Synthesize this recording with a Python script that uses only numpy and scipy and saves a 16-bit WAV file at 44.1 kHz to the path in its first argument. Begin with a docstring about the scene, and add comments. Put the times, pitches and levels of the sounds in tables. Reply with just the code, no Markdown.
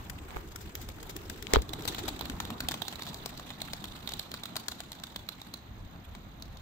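"""Pigeons fly over a yard, near a hand-held camera that turns to follow them.
From the start, shaped noise gives light wind, a low roar, feather swish, hiss, a trilling insect and a dragging hand.
Wing claps soon follow: bursts of feather snaps with resonant rings, echoed by the ground and the yard.
Knocks ring the camera body early and again near 1.5 s; then low thuds and a whoosh mark near wings.
Later the shed wall throws the claps back strongly; two ports colour and delay the sound differently."""
import sys
import numpy as np
from scipy import signal
from scipy.fft import rfft, irfft
from scipy.io import wavfile
from scipy.ndimage import uniform_filter1d

SR = 44100
rng = np.random.default_rng(int(sys.argv[2]) if len(sys.argv) > 2 else 0)


def inscribe(sig):
    """Save sig as 16-bit PCM at rate SR to the path in sys.argv[1].

    A 1-D sig is mono; a 2-D sig holds one channel per row.
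    Samples are clipped to [-1, 1] before scaling.
    """
    pcm = np.round(np.clip(np.atleast_2d(sig).T, -1, 1) * 32767)
    wavfile.write(sys.argv[1], SR, pcm.astype(np.int16))


N = 291501

# Orientation of the camera to the birds: (time [s], lateness of a clap at the right port [ms],
# gain of quill and cavity rings [dB], left-right level difference of the birds [dB])
FACING = [(0, 0.59, -29, 2), (1.401, 0.53, 0.5, 3.5), (1.9, 0.47, 7.5, 4.5), (2.3, 0.11, 5.5, 0),
          (3.5, 0.12, 8, 4), (5, 0.1, 7.5, 2.5), (5.6, 0.19, 8, 2), (6.61, 0.13, 8.5, 4.5)]
# Swish of feathers through air: (time [s], level [dB])
SWISH_LEVEL = [(0, -52), (1.5, -48.5), (1.66, -55), (1.9, -42.5), (2.65, -50.5), (3.1, -46.5), (3.3, -49.5),
               (4.1, -48), (4.4, -50.5), (5.0, -55), (5.5, -57), (5.7, -61)]


def gain_of(db):
    """Level to amplitude: 20 dB is a factor of ten."""
    return 10 ** (np.asarray(db) / 20)


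def evened(x):
    """Normalization of the mean power: rms 1."""
    return x / np.sqrt(np.mean(x ** 2) + 1e-20)


def read(points, hz):
    """Spectral interpolation along a logarithmic frequency axis."""
    f, value = np.transpose(points)
    return np.interp(np.log(hz + 1), np.log(f + 1), value)


def track(points, s):
    """Linear interpolation of (time, value) rows at the times s."""
    return np.interp(s, *np.transpose(points))


def add(mix, s, sound):
    """Superposition: adds a sound to one channel, in place, from time s."""
    part = mix[round(s * SR):][:len(sound)]
    part += sound[:len(part)]


def coloured(x, points):
    """Spectral shaping: multiplies the spectrum of noise by a gain curve, then sets rms 1."""
    hz = np.fft.rfftfreq(x.shape[-1], 1 / SR)
    shaped = rfft(x) * gain_of(read(points, hz))
    return evened(irfft(shaped, x.shape[-1]))


def causal(points):
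    """Minimum phase: the Hilbert transform of log gain gives the phase of a causal response."""
    hz = abs(np.fft.fftfreq(4096, 1 / SR))
    log_gain = np.log(gain_of(read(points, hz)))
    return np.fft.ifft(np.exp(np.conj(signal.hilbert(log_gain)))).real[:1024]


def sides(pan_db):
    """Interchannel level difference, split evenly between left and right gains."""
    return gain_of([pan_db / 2, -pan_db / 2])


def rung(x, hz, sharpness):
    """Resonance: a second-order peak driven by x, given the energy of x."""
    ring = signal.lfilter(*signal.iirpeak(hz, sharpness, SR), x)
    return ring * np.linalg.norm(x) / np.linalg.norm(ring)


def slide():
    """Stick-slip friction: skin drags over the shell as grainy noise; a nail adds fine grit."""
    # Drags of the hand: (start [s], length [s], left level [dB], right level [dB], grit relative to rub [dB])
    drags = [(0, 0.062, -53, -53, -6), (0.294, 0.12, -47.5, -48, -12), (0.361, .011, -38.5, -43, -18),
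             (1.508, 0.08, -40, -39.5, -11.5), (1.541, 0.019, -30.5, -33.5, 1.5)]
    # Spectrum of the rub: (frequency [Hz], relative density [dB per Hz])
    rub_colour = [(300, 5.5), (1000, 10), (2200, -2.5), (4000, -24), (8000, -9), (9000, -7), (16000, -4)]
    # Spectrum of the fine grit: (frequency [Hz], relative density [dB per Hz])
    grit_colour = [(1500, -1), (3600, -1), (7000, -6), (9000, -23)]
    grip_share, let_go_share = 0.38, 0.22  # of the length: to swell before and fade after, by 20 dB
    t = np.arange(2 * SR) / SR
    roughness = evened(uniform_filter1d(rng.standard_normal(len(t)), size=40))
    grain = gain_of(2.5 * roughness)
    rub = evened(coloured(rng.standard_normal((2, len(t))), rub_colour) * grain)
    grit = evened(coloured(rng.standard_normal((2, len(t))), grit_colour) * grain)
    out = np.zeros((2, len(t)))
    for s, length, left_db, right_db, grit_db in drags:
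        before, after = (s - t) / grip_share, (t - s - length) / let_go_share
        away = np.maximum(before, after) / length
        level = gain_of([[left_db], [right_db]] - 20 * np.maximum(away, 0))
        out += level * (rub + gain_of(grit_db) * grit)
    return np.pad(out, [(0, 0), (0, N - len(t))])


def air(colour, level, patchy_db, flicker_db, size, count=4):
    """Diffuse field: partly correlated noise with drifting patches and a flutter shared by all bands."""
    # Left-right correlation of the diffuse field: (frequency [Hz], correlation [-1 to 1])
    likeness = [(60, 0.92), (150, 0.88), (380, 0.8), (950, 0.03), (2380, -0.023), (5980, -0.43),
                (15000, 0.35)]
    frames, hz = 4 * N // size + 5, np.fft.rfftfreq(size, 1 / SR)
    a, b, c, d, patches = rng.standard_normal((frames, len(hz), 5)).T
    patches = uniform_filter1d(patches, size=8, axis=0)
    patches = evened(uniform_filter1d(patches, size=8, axis=1))
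    flicker = evened(uniform_filter1d(rng.standard_normal(frames), size=count))
    same = np.clip(read(likeness, hz), -1, 1)[:, None]
    left = a + 1j * b
    right = same * left + np.sqrt(1 - same ** 2) * (c + 1j * d)
    z = np.array([left, right])
    z *= gain_of(read(colour, hz)[:, None] + patchy_db * patches + flicker_db * flicker)
    x = evened(signal.istft(z, nperseg=size, noverlap=3 * size // 4)[1][:, :N])
    return x * gain_of(track(level, np.arange(N) / SR))


def wind():
    """Turbulence: light wind as low-frequency noise of wandering level."""
    # Level of the wind: (time [s], level [dB])
    wind_level = [(0, -44.5), (.75, -42), (1.45, -48.5), (1.66, -45.5), (2.67, -42), (2.8, -53),
                  (4.18, -49.5), (4.34, -55.5), (5.56, -54.5), (5.66, -46.5), (6.61, -48)]
    # Spectrum of the wind: (frequency [Hz], relative density [dB per Hz])
    wind_colour = [(15, -32), (30, -6), (65, -3.5), (110, -8.5), (200, -60)]
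    return air(wind_colour, wind_level, patchy_db=1.5, flicker_db=-2.5, size=2048)


def wash():
    """Incoherent summation: a low roar, perhaps far traffic, as diffuse noise."""
    # Level of the roar: (time [s], level [dB])
    wash_level = [(1.47, -49), (1.75, -42), (2.65, -42), (2.8, -45), (3.9, -46), (5.1, -50.5)]
    # Spectrum of the roar: (frequency [Hz], relative density [dB per Hz])
    wash_colour = [(35, -21), (70, -15), (120, 2), (200, 3), (310, -4), (450, -15.5), (750, -8.5),
                   (1260, -13.5), (2000, -24.5), (4000, -48)]
    return air(wash_colour, wash_level, patchy_db=1.5, flicker_db=1.5, size=1024)


def swish():
    """Aerodynamic noise: feathers through air as bright noise that flutters quickly."""
    # Spectrum of the swish: (frequency [Hz], relative density [dB per Hz])
    swish_colour = [(300, -14), (800, 1), (1500, 6.5), (3000, 4), (6000, 0.5), (10000, 6), (16000, 1)]
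    return air(swish_colour, SWISH_LEVEL, patchy_db=3.5, flicker_db=4.0, size=256, count=6)


def hiss():
    """Noise floor: shaped random noise at a steady level."""
    hiss_db = -57.5
    # Spectrum of the floor: (frequency [Hz], relative density [dB per Hz])
    hiss_colour = [(500, 8), (2000, 4.5), (5500, -10.5), (7600, -7), (9500, -51), (12000, -19),
                   (14600, 6.5), (16000, -35)]
    return air(hiss_colour, [(0, hiss_db)], patchy_db=1, flicker_db=.5, size=512)


def insect():
    """Amplitude modulation: a far insect trills as throbbing noise through a narrow resonance."""
    hz, width_hz, pulses_per_s, db = 6400, 135, 41.5, -70
    throb = np.cos(np.pi * pulses_per_s * np.arange(N) / SR) ** 2
    pulses = throb * rng.standard_normal((2, N))
    band = signal.lfilter(*signal.iirpeak(hz, hz / width_hz, SR), pulses)
    return gain_of(db) * evened(band)


def passing():
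    """Spherical spreading: rows (time [s], level [dB]) falling as 1 / distance from near wings."""
    nearest_s, nearest_db = 1.85, -47.5
    coming_s, going_s = 0.81, 0.34  # time to cover the nearest distance
    s = np.linspace(0, N / SR, num=200)
    off = (s - nearest_s) / np.where(s < nearest_s, coming_s, going_s)
    return np.transpose([s, nearest_db - 10 * np.log10(1 + off ** 2)])


def whoosh():
    """Displacement of air: noise pushed by passing wings, following their distance."""
    # Spectrum of the pushed air: (frequency [Hz], relative density [dB per Hz])
    whoosh_colour = [(180, -27), (290, 12), (400, 14), (520, 1.5), (800, -22), (1300, -16)]
    return air(whoosh_colour, passing(), patchy_db=2.5, flicker_db=2.5, size=1024)


def wings(s, db, envelope, body_db, cup_hz, quill_hz, draw):
    """Forced resonance: uneven feather snaps ring the stiff quills and the air cupped between the wings."""
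    # the sharp edge of a stroke at loud_db; harder strokes are brighter
    base_edge_db, edge_per_db, loud_db = 5.5, 0.22, -30.5
    edge_scatter_db, pan_scatter_db = -0.5, 3.5  # from stroke to stroke
    quill_db, quill_q, cup_q = -18, 4.8, 3.5
    puff_db, puff_s = -4, 0.0002  # air squeezed out between the wings, and how quickly
    shared, left, right, grain, chance = draw
    turn, late_ms, facing_db, pan_db = np.transpose(FACING)

    snaps = gain_of(4.0 * evened(uniform_filter1d(grain, size=12)))
    burst = snaps * (shared + 0.69 * np.array([left, right]))
    # however the snaps fall, the stroke keeps its strength
    expected = np.mean(burst ** 2) * np.sum(envelope ** 2)
    actual = np.mean(np.sum((burst * envelope) ** 2, axis=1))
    envelope = envelope * np.sqrt(expected / actual)

    edge_db = base_edge_db + edge_per_db * (db - loud_db) + edge_scatter_db * chance[0]
    crack_colour = [(300, 2.0), (1200, -16.5), (2600, -6.5), (6500, 1.0), (9500, edge_db)]
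    crack = coloured(burst, crack_colour) * envelope
    crack = crack * (envelope / envelope.max()) ** 0.31  # narrower in time than the cupped air
    quill_gain = gain_of(quill_db + np.interp(s, turn, facing_db))
    crack = crack + quill_gain * rung(crack, quill_hz, quill_q)

    cup = coloured(burst, [(200, -16.0), (600, -4.5), (2000, -1.0), (4000, -9.0)]) * envelope
    cup = 0.28 * cup + 0.27 * rung(cup, cup_hz, cup_q)
    # a pressure pulse with no net area
    u = np.maximum(np.arange(len(envelope)) - np.argmax(envelope) / 2, 0) / SR / puff_s
    cup = cup - gain_of(puff_db) * u * (2 - u) * np.exp(-u)

    pan = sides(np.interp(s, turn, pan_db) + pan_scatter_db * chance[1])[:, None]
    pair = gain_of(db) * (crack + gain_of(body_db) * cup) * pan
    return (s, pair[0]), (s + np.interp(s, turn, late_ms) / 1000, pair[1])


def flock():
    """Impulsive and gradual excitation: claps start sharply and die away; rustles swell and fade."""
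    # Wing claps of a few birds: (time [s], level [dB], drive of cupped air against crack [dB],
    # cupped-air resonance [Hz], quill resonance [Hz])
    claps = [(0.098, -20, -6.5, 2110, 2770.0), (0.559, -21, -10.5, 1330, 2440.0),
             (0.7523, -18, -9, 1990, 3800.0), (0.8883, -25, -3.5, 533, 5400.0),
             (1.0289, -27, -5, 929, 5010.0), (1.1637, -20.5, -10.5, 1850, 2490.0),
             (1.2977, -21.5, -8.5, 1430, 5090.0), (1.4247, -22.5, -9, 1910, 3600),
             (1.619, -25.5, -18, 2030, 3400), (1.691, -28.5, -8, 673, 3570), (1.807, -34, -15, 700, 2210.0),
             (1.8216, -29, -16, 743, 5100), (1.8521, -24.5, 4, 646, 4290.0), (1.9461, -26.5, 3, 960, 3130),
             (2.0885, -21.5, -4, 875, 3860), (2.1922, -26.5, -4, 780, 2960),
             (2.2098, -24.5, 4.5, 820, 4250), (2.2549, -29, 2, 680, 4210.0),
             (2.2978, -24, -1, 1440, 2820.0), (2.4016, -23.5, 8, 930, 3700),
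             (2.4514, -29, -0.5, 750, 3540.0), (2.503, -29.5, 9, 750, 3690.0),
             (2.6041, -18, -1.5, 1480, 4050), (2.6858, -13, -4, 750, 3320), (2.7108, -25, 3, 800, 4600),
             (2.7174, -22.5, 0.5, 1700, 3900), (2.7403, -24.5, 6, 820, 3050.0),
             (2.8189, -21, -0.5, 684, 3400), (2.881, -20, -6, 700, 4100), (2.926, -28.5, -3.5, 606, 3030.0),
             (2.956, -30, -7, 960, 3870), (2.9939, -35.5, 10.5, 970, 2280), (3.0206, -26, 1, 720, 4240),
             (3.033, -30, -7, 720, 4160), (3.1433, -27, -3.5, 695, 4260), (3.259, -20.5, -3.5, 710, 4670),
             (3.3749, -29, -14, 1600, 4300), (3.396, -37, 11.5, 860, 4150), (3.504, -35, 11, 740, 3500),
             (3.6166, -21, -2.5, 670, 3960), (3.7332, -22, 0, 640, 4460), (3.841, -26, 0, 720, 3300),
             (3.854, -35, -1, 700, 3880.0), (4.074, -25, -1, 740, 3570), (4.119, -29, 1, 766, 4200),
             (4.136, -22.5, -9, 680, 3460), (4.194, -19, -11, 657, 3780), (4.316, -26.5, -8, 754, 3550),
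             (4.34, -23, -2, 1190, 4330), (4.4349, -26, -2.5, 775, 3630), (4.4553, -27, -1, 1280, 4100),
             (4.556, -32, 7, 700, 3560), (4.5652, -15, -6.5, 1270, 4500), (4.6829, -17.5, -6, 1200, 4070),
             (4.803, -26.5, 3, 705, 3770), (4.918, -26.5, -6, 810, 4060), (4.929, -34, -6, 800, 3940),
             (4.998, -39.5, -1, 800, 4000), (5.036, -24, -5, 1340, 3770), (5.068, -37, -7, 900, 3280.0),
             (5.1605, -23.5, -1.5, 1260, 3380), (5.2882, -21.5, -5, 1300, 4300),
             (5.415, -33.5, 1.5, 910, 3970.0), (5.5387, -24, -8.5, 1090, 4000),
             (6.1501, -41, 10, 1180, 3900), (6.423, -31, -2.5, 720, 4100), (6.571, -40.5, -5, 636, 4250)]
    # Feathers rustling through a stroke: (time [s], level [dB],
    # drive of cupped air against crack [dB], length [s])
    rustles = [(0.606, -41, -11, 0.059), (0.813, -36.5, -10, 0.053), (1.094, -35, -2, 0.04),
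               (1.734, -29.5, 3, 0.014), (1.8768, -23.5, -6.5, 0.035), (1.982, -37, 6, 0.049),
               (2.08, -30.5, 5, 0.027), (3.065, -40, 4.5, 0.042), (3.089, -37.5, -15, 0.023),
               (4.091, -31.5, -2, 0.011), (4.718, -35, 1, 0.013)]
    faint_per_s, faint_db = 18, 5  # far birds' claps: mean number, and level above the swish
    out, t = np.zeros((2, N)), np.arange(2048) / SR
    strike = (1 - np.exp(-t / 0.00085)) ** 2 * gain_of(3.0 - 60 * t / 0.02)
    when = rng.random(round(faint_per_s * N / SR)) * N / SR + .01
    faint = [(s, faint_db + track(SWISH_LEVEL, s), -6, 800, 3900) for s in when]
    strokes = claps + faint
    for (s, db, *colour), draw in zip(strokes, rng.standard_normal((len(strokes), 5, len(t)))):
        # the onset leads the tabled time
        for side, sound in zip(out, wings(s - .0007, db, strike, *colour, draw)):
            add(side, *sound)
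    for (s, db, body_db, length), draw in zip(rustles, rng.standard_normal((len(rustles), 5, len(t)))):
        swell = np.sin(np.pi * np.clip(t / length, 0, 1) ** 0.332) ** 2
        for side, sound in zip(out, wings(s - .0012, db, swell, body_db, 780, 3580, draw)):
            add(side, *sound)
    return out


def slaps(x):
    """Diffuse reflection: ground and shed wall each return the claps once, smeared by rough faces."""
    # Slap off the shed wall, strong once the birds circle near it: (time [s], level [dB])
    shed_level = [(2.4, -24), (2.8, -13.5), (3.7, -15.5), (4.7, -14.5), (5.4, -15)]
    ground_delay_s, ground_db, shed_delay_s = 0.0069, -20, 0.031
    t = np.arange(1500) / SR
    t60_s = np.reshape([.012, .05], (2, 1, 1))  # ground, shed
    smear = rng.standard_normal((2, 2, len(t))) * gain_of(-60 * t / t60_s)
    ground, shed = (signal.oaconvolve(x, face / np.linalg.norm(face[0]), axes=1) for face in smear)

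    def late(sound, s):
        """Propagation delay: shifts a sound by s seconds."""
        return np.pad(sound, [(0, 0), (round(s * SR), 0)])[:, :N]

    near = gain_of(track(shed_level, np.arange(N) / SR))
    return gain_of(ground_db) * late(ground, ground_delay_s) + near * late(shed, shed_delay_s)


def yard(x):
    """Reverberation: scattered echoes from ground, sheds and trees decay at a rate set by frequency."""
    # Decay of the yard: (frequency [Hz], time to fall 60 dB [s])
    yard_t60 = [(300, 0.063), (2000, 0.19), (6000, 0.62), (14000, 0.16)]
    yard_db = -16.5
    taps = np.zeros((2, SR // 2))
    # one echo of random sign in every 20 samples
    at = np.arange(300, SR // 2 - 20, 20) + rng.integers(0, 20, (2, (SR // 2 - 301) // 20))
    np.put_along_axis(taps, at, rng.choice([-1., 1.], at.shape), 1)
    hz, t, z = signal.stft(taps, SR, nperseg=256)
    decay = gain_of(-60 * t / read(yard_t60, hz)[:, None])
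    tail = signal.istft(z * decay, SR, nperseg=256)[1]
    tail = tail / np.linalg.norm(tail[0])
    return gain_of(yard_db) * signal.fftconvolve(x, tail, axes=1)[:, :N]


def knocks():
    """Modal excitation: each crack rings panels near its pitch and the shell, and jolts the whole camera."""
    # Knocks on the camera: (time [s], left crack level [dB], right crack level [dB], crack pitch [Hz],
    # clean push against grit [ratio], shell ring level [dB], jolt level [dB])
    hits = [(.3055, -66, -28, 2730, 0.6, -63, -50), (.316, -54, -37, 2430, .5, -62.5, -47),
            (0.345, -53, -31, 2120, .5, -31, -40), (0.3621, -32, -19, 1400, 0.69, -24.5, -32),
            (0.3675, -30, -12, 1250, 2.8, -49, -60), (1.4690, -14.5, -40, 2830, .1, -53, -62),
            (1.5349, -7, -20, 4330, 0.63, -60, -60), (1.5362, -0.5, -30, 8460, 1.25, -60, -60),
            (1.5356, -4, -7, 2320, 0.77, -4.5, -21), (1.5488, -29, -17, 2780, 0.73, -40, -60),
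            (1.5592, -1.5, -27, 1100, 5.3, -14, -48), (1.5591, -20, -14.5, 3700, .5, -60, -60),
            (1.5665, -36, -20, 3480, 0.61, -6, -10.5), (1.5858, -28, -15, 1050, 1.7, -24, -19)]
    # Modes of the camera body: (frequency [Hz], level against the crack before its colour [dB],
    # time to fall 60 dB [s])
    panel_modes = [(1250, -20, .004), (2256, -10, .011), (3359, -8, .008), (4500, -7, .008),
                   (6700, -14, .006)]
    jolt_hz, jolt_t60_s = 62, 0.095
    shell_hz, shell_t60_s, shell_left_db, shell_delay_s = 440, 0.026, -15.5, 0.0005  # mostly right
    right_late_s, jolt_late_s = .0009, 0.0021  # at the right port; the jolt's adds to the knock's
    crack_t60_s, rise_cycles = 0.0029, 0.45  # a crack swells over part of its first cycle
    out, t = np.zeros((2, N)), np.arange(6000) / SR
    draws = rng.standard_normal((len(hits), 2, len(t)))
    lag = np.maximum(t - [[0], [jolt_late_s]], 0)
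    jolt = gain_of(-60 * lag / jolt_t60_s) * np.sin(2 * np.pi * jolt_hz * lag)
    jolt = jolt * sides(4.0)[:, None]
    after = np.maximum(t - shell_delay_s, 0)
    ring = gain_of(-60 * after / shell_t60_s) * np.sin(2 * np.pi * shell_hz * after)
    ring = ring * gain_of([[shell_left_db], [0]])
    for (s, left_db, right_db, hz, push, ring_db, jolt_db), noise in zip(hits, draws):
        colour = [(hz / 4, -20), (hz, 0), (hz * 4, -22)]
        crack = coloured(noise, colour) - push * np.sin(2 * np.pi * hz * t)
        crack = crack * gain_of(-60 * t / crack_t60_s)
        panels = sum(gain_of(db + read(colour, f) - 60 * t / t60) * np.sin(2 * np.pi * f * t)
                     for f, db, t60 in panel_modes)
        rise = (1 - np.exp(-t * hz / rise_cycles)) ** 2
        crack = (crack - panels) * rise * gain_of([[left_db], [right_db]])
        knock = crack + gain_of(ring_db) * ring + gain_of(jolt_db) * jolt
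        for side, late_s, sound in zip(out, (0, right_late_s), knock):
            add(side, s + late_s, sound)
    return out


def thuds():
    """Near-field pressure: downstrokes give a few cycles of low air, alike at both ports."""
    # Soft thuds of near downstrokes: (time [s], peak level [dB], frequency [Hz])
    downstrokes = [(1.712, -37, 291), (1.794, -33, 293), (2.112, -40, 283), (2.298, -31.5, 267),
                   (2.4, -39, 188), (2.517, -33.5, 242), (2.633, -33, 255), (2.707, -35.5, 298)]
    cycles = 6.6
    out = np.zeros(N)
    for s, db, hz in downstrokes:
        turns = np.arange(0, cycles, hz / SR)
        swell = np.sin(np.pi * (turns / cycles) ** 0.7) ** 2
        add(out, s - .004, gain_of(db) * swell * np.sin(2 * np.pi * turns))
    return out


def scene():
    """Linear superposition: claps, echoes and the hand over wind, roar, wing air, insect and floor."""
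    backdrop = wind() + wash() + swish() + hiss() + insect()
    birds = flock()
    echoes = slaps(birds) + yard(birds)
    return slide() + backdrop + whoosh() + birds + echoes + knocks() + thuds()


def record(dry):
    """Linear filtering: port colours, a right cavity resonance that follows the facing, a band limit."""
    # Response of the left port: (frequency [Hz], gain [dB])
    left_port = [(200, -2.5), (1000, -1), (2100, -1.5), (3500, -1.5), (4500, -1.5), (7800, -3), (9000, -13),
                 (11300, -15), (12500, -10.5), (15600, -12), (16100, -32)]
    # Response of the right port: (frequency [Hz], gain [dB])
    right_port = [(200, -2.5), (1000, -1), (2000, -1), (3500, 1.5), (5000, -5.5), (6000, -15), (7300, -8.5),
                  (9000, -24.5), (11000, -23.5), (11700, -8), (15600, -5), (16100, -38.5)]
    cavity_hz, cavity_width_hz, edge_hz = 3900, 710, 16900
    left = signal.oaconvolve(dry[0], causal(left_port))[:N]
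    right = signal.oaconvolve(dry[1], causal(right_port))[:N]
    turn, _, cavity_db, _ = np.transpose(FACING)
    ringing = signal.lfilter(*signal.iirpeak(cavity_hz, cavity_hz / cavity_width_hz, SR), right)
    right = right + gain_of(np.interp(np.arange(N) / SR, turn, cavity_db)) * ringing
    edge = signal.firwin(511, edge_hz, window=("kaiser", 9), fs=SR)
    return signal.oaconvolve(np.array([left, right]), edge[None], "same")


dry = scene()
out = record(dry)
inscribe(out)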